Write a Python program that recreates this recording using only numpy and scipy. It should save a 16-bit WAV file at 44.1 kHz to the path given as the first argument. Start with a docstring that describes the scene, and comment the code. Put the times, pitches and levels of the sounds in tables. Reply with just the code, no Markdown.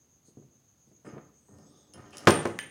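"""Dull room tone and a faint, throbbing, insect-like trill fill a workshop. Close to the microphone, a
wooden clamp bar with steel bolts and two roller chains is shifted on a plywood board: steel slides with a
hiss, the bar bumps and drags, links tick and a bolt squeaks. Then the bar tips over with a loud clack and
knocks again, and a steel pin clinks. Contact noises reverberate; the ring of wood and steel stays dry."""
import sys
import numpy as np
from scipy import signal
from scipy.fft import rfft, irfft
from scipy.io import wavfile
from scipy.ndimage import uniform_filter1d

SR = 44100
rng = np.random.default_rng(int(sys.argv[2]) if len(sys.argv) > 2 else 0)


def unload_audio(sound):
    """Save the sound as a 16-bit wav file, at the path given as the first command line argument."""
    columns = np.transpose(np.atleast_2d(sound))
    # keep every value between -1 and 1, then stretch to whole-number steps
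    steps = np.round(np.clip(columns, -1, 1) * 32767)
    wavfile.write(sys.argv[1], SR, steps.astype(np.int16))


N = 119070
T = np.arange(N) / SR

# chain links snap against the bolts: (time [s], snap [dB], link ring [dB], pin ring [dB])
LINK_TICKS = [(1.585, -68, -80, -86), (1.936, -58, -54, -69), (2.108, -65.5, -73, -82),
              (2.1698, -47.5, -53.5, -81), (2.182, -47, -50, -83), (2.2544, -58.5, -75, -97),
              (2.2872, -32.5, -56, -48), (2.3061, -30.5, -46, -44), (2.43, -59, -66, -75),
              (2.4552, -45.5, -77, -61), (2.473, -52, -80, -84)]
# the pin is set down: (time [s], snap [dB], shank ring [dB], pin ring [dB])
PIN_CLINK = (2.5893, -33, -37.5, -49.5)


def amp(db):
    """Decibels to gain."""
    return 10 ** (np.asarray(db) / 20)


def rms_one(x, size=N):
    """Scale so that the first `size` samples have rms 1."""
    return x / np.sqrt(np.mean(x[:size] ** 2) + 1e-20)


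def dying(t60):
    """Exponential decay by 60 dB in t60 seconds."""
    return amp(-60 * T / t60)


def convolve(x, response):
    """Play a signal through a response."""
    return signal.fftconvolve(x, response)[:N]


def colour(x, points):
    """Minimum-phase filter that follows (frequency [Hz], level [dB]) points."""
    hz, db = np.transpose(points)
    grid = np.maximum(np.fft.rfftfreq(8192, 1 / SR), 1)
    gain = amp(np.interp(np.log(grid), np.log(hz), db))
    cepstrum = irfft(np.log(gain))
    causal_fold = 1 + np.sign(np.fft.fftfreq(len(cepstrum)))
    return convolve(x, irfft(np.exp(rfft(cepstrum * causal_fold))))


def soften(x, hz):
    """Low-pass: a softer contact loses its treble."""
    return signal.sosfilt(signal.butter(2, np.clip(hz, 30, .45 * SR), fs=SR, output="sos"), x + 1e-18)


def noise_band(low_hz, high_hz):
    """Band-passed white noise."""
    band = signal.butter(2, [low_hz, high_hz], "band", fs=SR, output="sos")
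    return signal.sosfilt(band, rng.standard_normal(N))


def click(time, db):
    """One impulse."""
    return amp(db) * (np.arange(N) == int(time * SR))


def ringing(modes):
    """A struck body's modes: decaying sines of alternating sign, rms 1 over the first 10 ms."""
    partials = [(-1) ** k * amp(db) * np.sin(2 * np.pi * hz * T) * dying(t60)
                for k, (hz, db, t60) in enumerate(modes)]
    return rms_one(sum(partials), size=441)


def burst(spectrum, t60, size=16384):
    """A short burst of dying noise, evened out and then coloured; rms 1 over the first 10 ms."""
    bins = rfft((rng.standard_normal(N) * dying(t60))[:size])
    local_power = uniform_filter1d(np.abs(bins) ** 2, 41)
    even = irfft(bins / np.sqrt(local_power + 1e-12))[:size // 2]
    return rms_one(colour(np.pad(even, (0, N - len(even))), spectrum), size=441)


def rubbed(strokes, response, slips_per_s, spread_db=2, attack_s=0.0021, release_s=0.057):
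    """Each stroke showers a body with small, uneven slips."""
    out = 0
    for start, length, db, hz in strokes:
        slips = (rng.random(N) < slips_per_s / SR) * rng.choice([-1, 1], N)
        slips = rms_one(slips * amp(spread_db * rng.standard_normal(N)))
        attack = np.clip((T - start) / attack_s, 0, 1)
        release = np.exp(-np.maximum(T - start - length, 0) / release_s)
        body = soften(response, hz)
        out = out + amp(db) * convolve(slips * attack * release, body / np.linalg.norm(body))
    return out


def background(period_s=.1375, crest_s=.003, depth=.42):
    """Room tone and, far back, a high trill that throbs about seven times a second."""
    # spectra of the trill and the room tone: (frequency [Hz], level [dB])
    trill_spectrum = [(4800, -43), (5850, -35.5), (6200, 0.5), (6450, -2), (6680, 1), (7000, -21),
                      (8000, -44)]
    room_spectrum = [(25, -22), (70, 2), (140, 1), (350, -9), (700, -16), (2000, -24), (5000, -25),
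                     (9000, -29), (16000, -28.5)]
    throb = 1 + depth * np.cos(2 * np.pi * (T - crest_s) / period_s)
    trill = amp(-69) * throb * rms_one(colour(rng.standard_normal(N), trill_spectrum))
    room_tone = amp(-68) * rms_one(colour(rng.standard_normal(N), room_spectrum))
    return trill + room_tone


def bolt(waver_hz=112):
    """Sliding steel hisses in narrow bands and briefly catches in a thin squeak."""
    # steel slides, the last one the chain rustling: (time [s], length [s], level [dB], centre [Hz], width [Hz])
    slides = [(0.244, 0.079, -71, 8700, 2170), (0.243, 0.074, -75, 4600, 1200),
              (0.854, 0.08, -79, 6540, 5000), (1.039, 0.063, -68.5, 8300, 2500),
              (1.04, 0.098, -69.5, 5090, 250), (1.324, 0.34, -75.5, 8300, 920),
              (1.494, 0.45, -74.5, 5220, 840), (1.627, 0.33, -75, 3610, 515),
              (1.713, 0.091, -75, 1180, 120), (2.121, 0.042, -53.5, 2800, 502)]
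    # the bolt squeaks in its hole: (time [s], pitch [Hz], level [dB])
    squeak_path = [(1.63, 8000, -94), (1.68, 7840, -73), (1.705, 8250, -73), (1.728, 8850, -75),
                   (1.75, 9000, -97), (1.775, 8850, -75), (1.819, 8300, -76), (1.862, 7850, -80),
                   (1.89, 8150, -95)]
    times, hz, db = np.transpose(squeak_path)
    pitch = np.interp(T, times, hz) + waver_hz * rms_one(soften(rng.standard_normal(N), hz=300))
    tone = rms_one(np.sin(2 * np.pi * np.cumsum(pitch) / SR))
    squeak = np.interp(T, times, amp(db), left=0, right=0) * tone
    hiss = 0
    for start, length, db, centre, width in slides:
        swell = np.sin(np.pi * np.clip((T - start) / length, 0, 1))
        hiss = hiss + amp(db) * swell * rms_one(noise_band(centre - width / 2, centre + width / 2))
    return hiss + squeak


def bar():
    """The wooden bar knocks and drags on the plywood, shaking its bolts: (contact noise, ring)."""
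    # the bar meets the board: (time [s], force [dB], brightness [Hz])
    knocks = [(0.283, -51, 293), (0.3709, -39, 260), (.379, -36, 170), (.422, -52.5, 487), (0.751, -52, 60),
              (0.873, -52, 218), (0.914, -52.5, 350), (1.047, -46, 895), (1.070, -39, 393),
              (1.127, -36.5, 212), (1.165, -38.5, 480), (1.179, -45, 1790), (1.488, -53.5, 500),
              (1.53, -62, 150), (1.988, -40, 215), (2.046, -36, 100), (2.2710, -18.5, 6640),
              (2.272, -9.5, 6940), (2.2823, -14, 1860), (2.292, -17, 1850), (2.4531, -23.5, 2160),
              (2.4588, -32.5, 1780), (2.47, -35, 900)]
    # the wood's dense, short-lived crack: (frequency [Hz], level [dB])
    crack_spectrum = [(40, -20.5), (120, 2), (330, 2.5), (480, 1), (750, -4), (1300, -6.5), (2200, -11.5),
                      (4500, -18.5), (8500, -22.5), (11000, -25.5), (16000, -18)]
    # modes of bar and board, and of the shuddering bolts: (frequency [Hz], level [dB], t60 [s])
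    wood_modes = [(99, -18, .3), (140, -7, .28), (217, -4, .24), (343, 0, .26), (404, 1, .2),
                  (472, -1, .15), (635, -3, .13), (740, -7, .11), (891, -10, .1), (1044, -6, .1),
                  (1262, -3, .08), (1548, -6, .1), (1667, -8, .09), (2257, -12, .12)]
    bolt_modes = [(1254, 0, .2), (1830, -3, .25), (2200, -6, .15), (3150, -7, .15), (5000, -3, .12)]
    # the bar drags: (time [s], length [s], level [dB], brightness [Hz])
    drags = [(1.046, 0.029, -50, 2220), (1.13, 0.046, -55.5, 1200), (1.48, 0.14, -60.5, 880),
             (1.49, 0.18, -58.5, 139), (1.66, 0.27, -66, 650), (1.938, 0.11, -55, 1940),
             (1.94, 0.098, -52.5, 174), (2.125, 0.15, -50.5, 2330)]
    crack_t60_s = 0.058
    wood = ringing(wood_modes)
    blows = [soften(click(time, db), hz) for time, db, hz in knocks]
    cracks = amp(-1.5) * sum(convolve(blow, burst(crack_spectrum, crack_t60_s)) for blow in blows)
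    slip = burst(crack_spectrum, crack_t60_s) + amp(-16) * wood + amp(-13) * ringing(bolt_modes)
    scrape = rubbed(drags, slip, slips_per_s=580)
    return cracks + scrape, amp(-6.5) * convolve(sum(blows), wood)


def chain(snap_t60_s=0.011):
    """Links rustle in many tiny touches and tick against the bolts: (contact noise, ring)."""
    # a link's modes: (frequency [Hz], level [dB], t60 [s])
    link_modes = [(2840, -9, .2), (3120, -10, .2), (5160, -4, .1), (5350, -5, .12), (6700, -6, .06),
                  (9948, -2, .13), (10010, -8, .1)]
    # a link's snap: (frequency [Hz], level [dB])
    snap_spectrum = [(300, -18), (2000, -12), (4400, 1.5), (5500, 7), (7500, 2.5), (10000, 1), (12000, -12),
                     (16000, -13)]
    # the chain rustles: (time [s], length [s], level [dB], brightness [Hz])
    rustles = [(1.05, .08, -79, 7050), (1.94, 0.22, -70.5, 4100), (2.128, 0.085, -59, 9000)]
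    link = ringing(link_modes)
    snaps = sum(convolve(click(time, db), burst(snap_spectrum, snap_t60_s))
                for time, db, _, _ in LINK_TICKS)
    touch = burst(snap_spectrum, snap_t60_s) + .5 * link
    rustle = rubbed(rustles, touch, slips_per_s=1100)
    strikes = sum(click(time, db) for time, _, db, _ in LINK_TICKS)
    return snaps + rustle, convolve(strikes, link)


def steel_ring(sing_hz=8928, sing_t60_s=1.0, grip_s=2.405, grip_t60_s=0.092):
    """The pin rings after each tick and the clink; a second pin sings after the clack until it is gripped."""
    # the pin's two close, beating modes: (frequency [Hz], level [dB], t60 [s])
    pin_modes = [(8981, 0, .42), (8950, -2, .42)]
    strikes = sum(click(time, db) for time, _, _, db in [*LINK_TICKS, PIN_CLINK])
    pin = convolve(strikes, ringing(pin_modes))
    singing = convolve(click(time=2.290, db=-36), ringing([(sing_hz, 0, sing_t60_s)]))
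    grip = amp(-60 * np.maximum(T - grip_s, 0) / grip_t60_s)
    return pin + grip * singing


def clink():
    """The pin is set down with a bright snap that rings its shank: (contact noise, ring)."""
    # the pin's snap: (frequency [Hz], level [dB])
    snap_spectrum = [(300, -25), (1300, -6), (1900, 5), (2700, -4.5), (4000, -10.5), (8800, -15),
                     (11000, -27), (12400, -22), (14000, -30)]
    # the shank's modes: (frequency [Hz], level [dB], t60 [s])
    shank_modes = [(1663, -2, .07), (1740, -2, .24), (1960, -3, .08), (2150, -6, .07), (2930, -10, .2),
                   (3085, -6, .26), (5000, -13, .08), (6358, -22, .4)]
    time, snap_db, shank_db, _ = PIN_CLINK
    snap = convolve(click(time, snap_db), burst(snap_spectrum, t60=0.006))
    return snap, convolve(click(time, shank_db), ringing(shank_modes))


def workshop(x, build_s=0.007):
    """Diffuse reverberation, each band dying at its own rate."""
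    # the room's tail: (frequency [Hz], t60 [s], level [dB])
    room_decay = [(100, 0.89, -8.5), (350, 0.65, -6.5), (950, 0.57, -8.5), (2800, 0.45, -4),
                  (6050, 0.31, -9), (9000, 0.86, -12), (14800, 0.18, -3)]
    hz, t60, db = np.transpose(room_decay)
    edges, tail = np.geomspace(40, 18000, 13), 0
    for low, high in zip(edges, edges[1:]):
        log_centre = np.log(low * high) / 2
        envelope = dying(np.interp(log_centre, np.log(hz), t60)) * (1 - np.exp(-T / build_s))
        gain = amp(np.interp(log_centre, np.log(hz), db))
        tail = tail + gain * noise_band(low, high) * envelope / np.linalg.norm(envelope)
    return convolve(x, tail)


def scene():
    """From one microphone: contact noises fill the workshop; wood and steel ring close up."""
    contacts, rings = np.sum([bar(), chain(), clink()], axis=0)
    contacts = contacts + bolt()
    return (contacts + workshop(contacts) + rings + steel_ring() + background())[None]


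def record(dry, low_cut_hz=70, high_cut_hz=16500):
    """The microphone drops the deep bass, overloads at full scale and cuts the top."""
    thinned = signal.sosfilt(signal.butter(2, low_cut_hz, "high", fs=SR, output="sos"), dry)
    clipped = np.clip(thinned, -1, 1)
    return signal.sosfilt(signal.cheby2(20, 70, high_cut_hz, fs=SR, output="sos"), clipped)


dry = scene()
out = record(dry)
unload_audio(out)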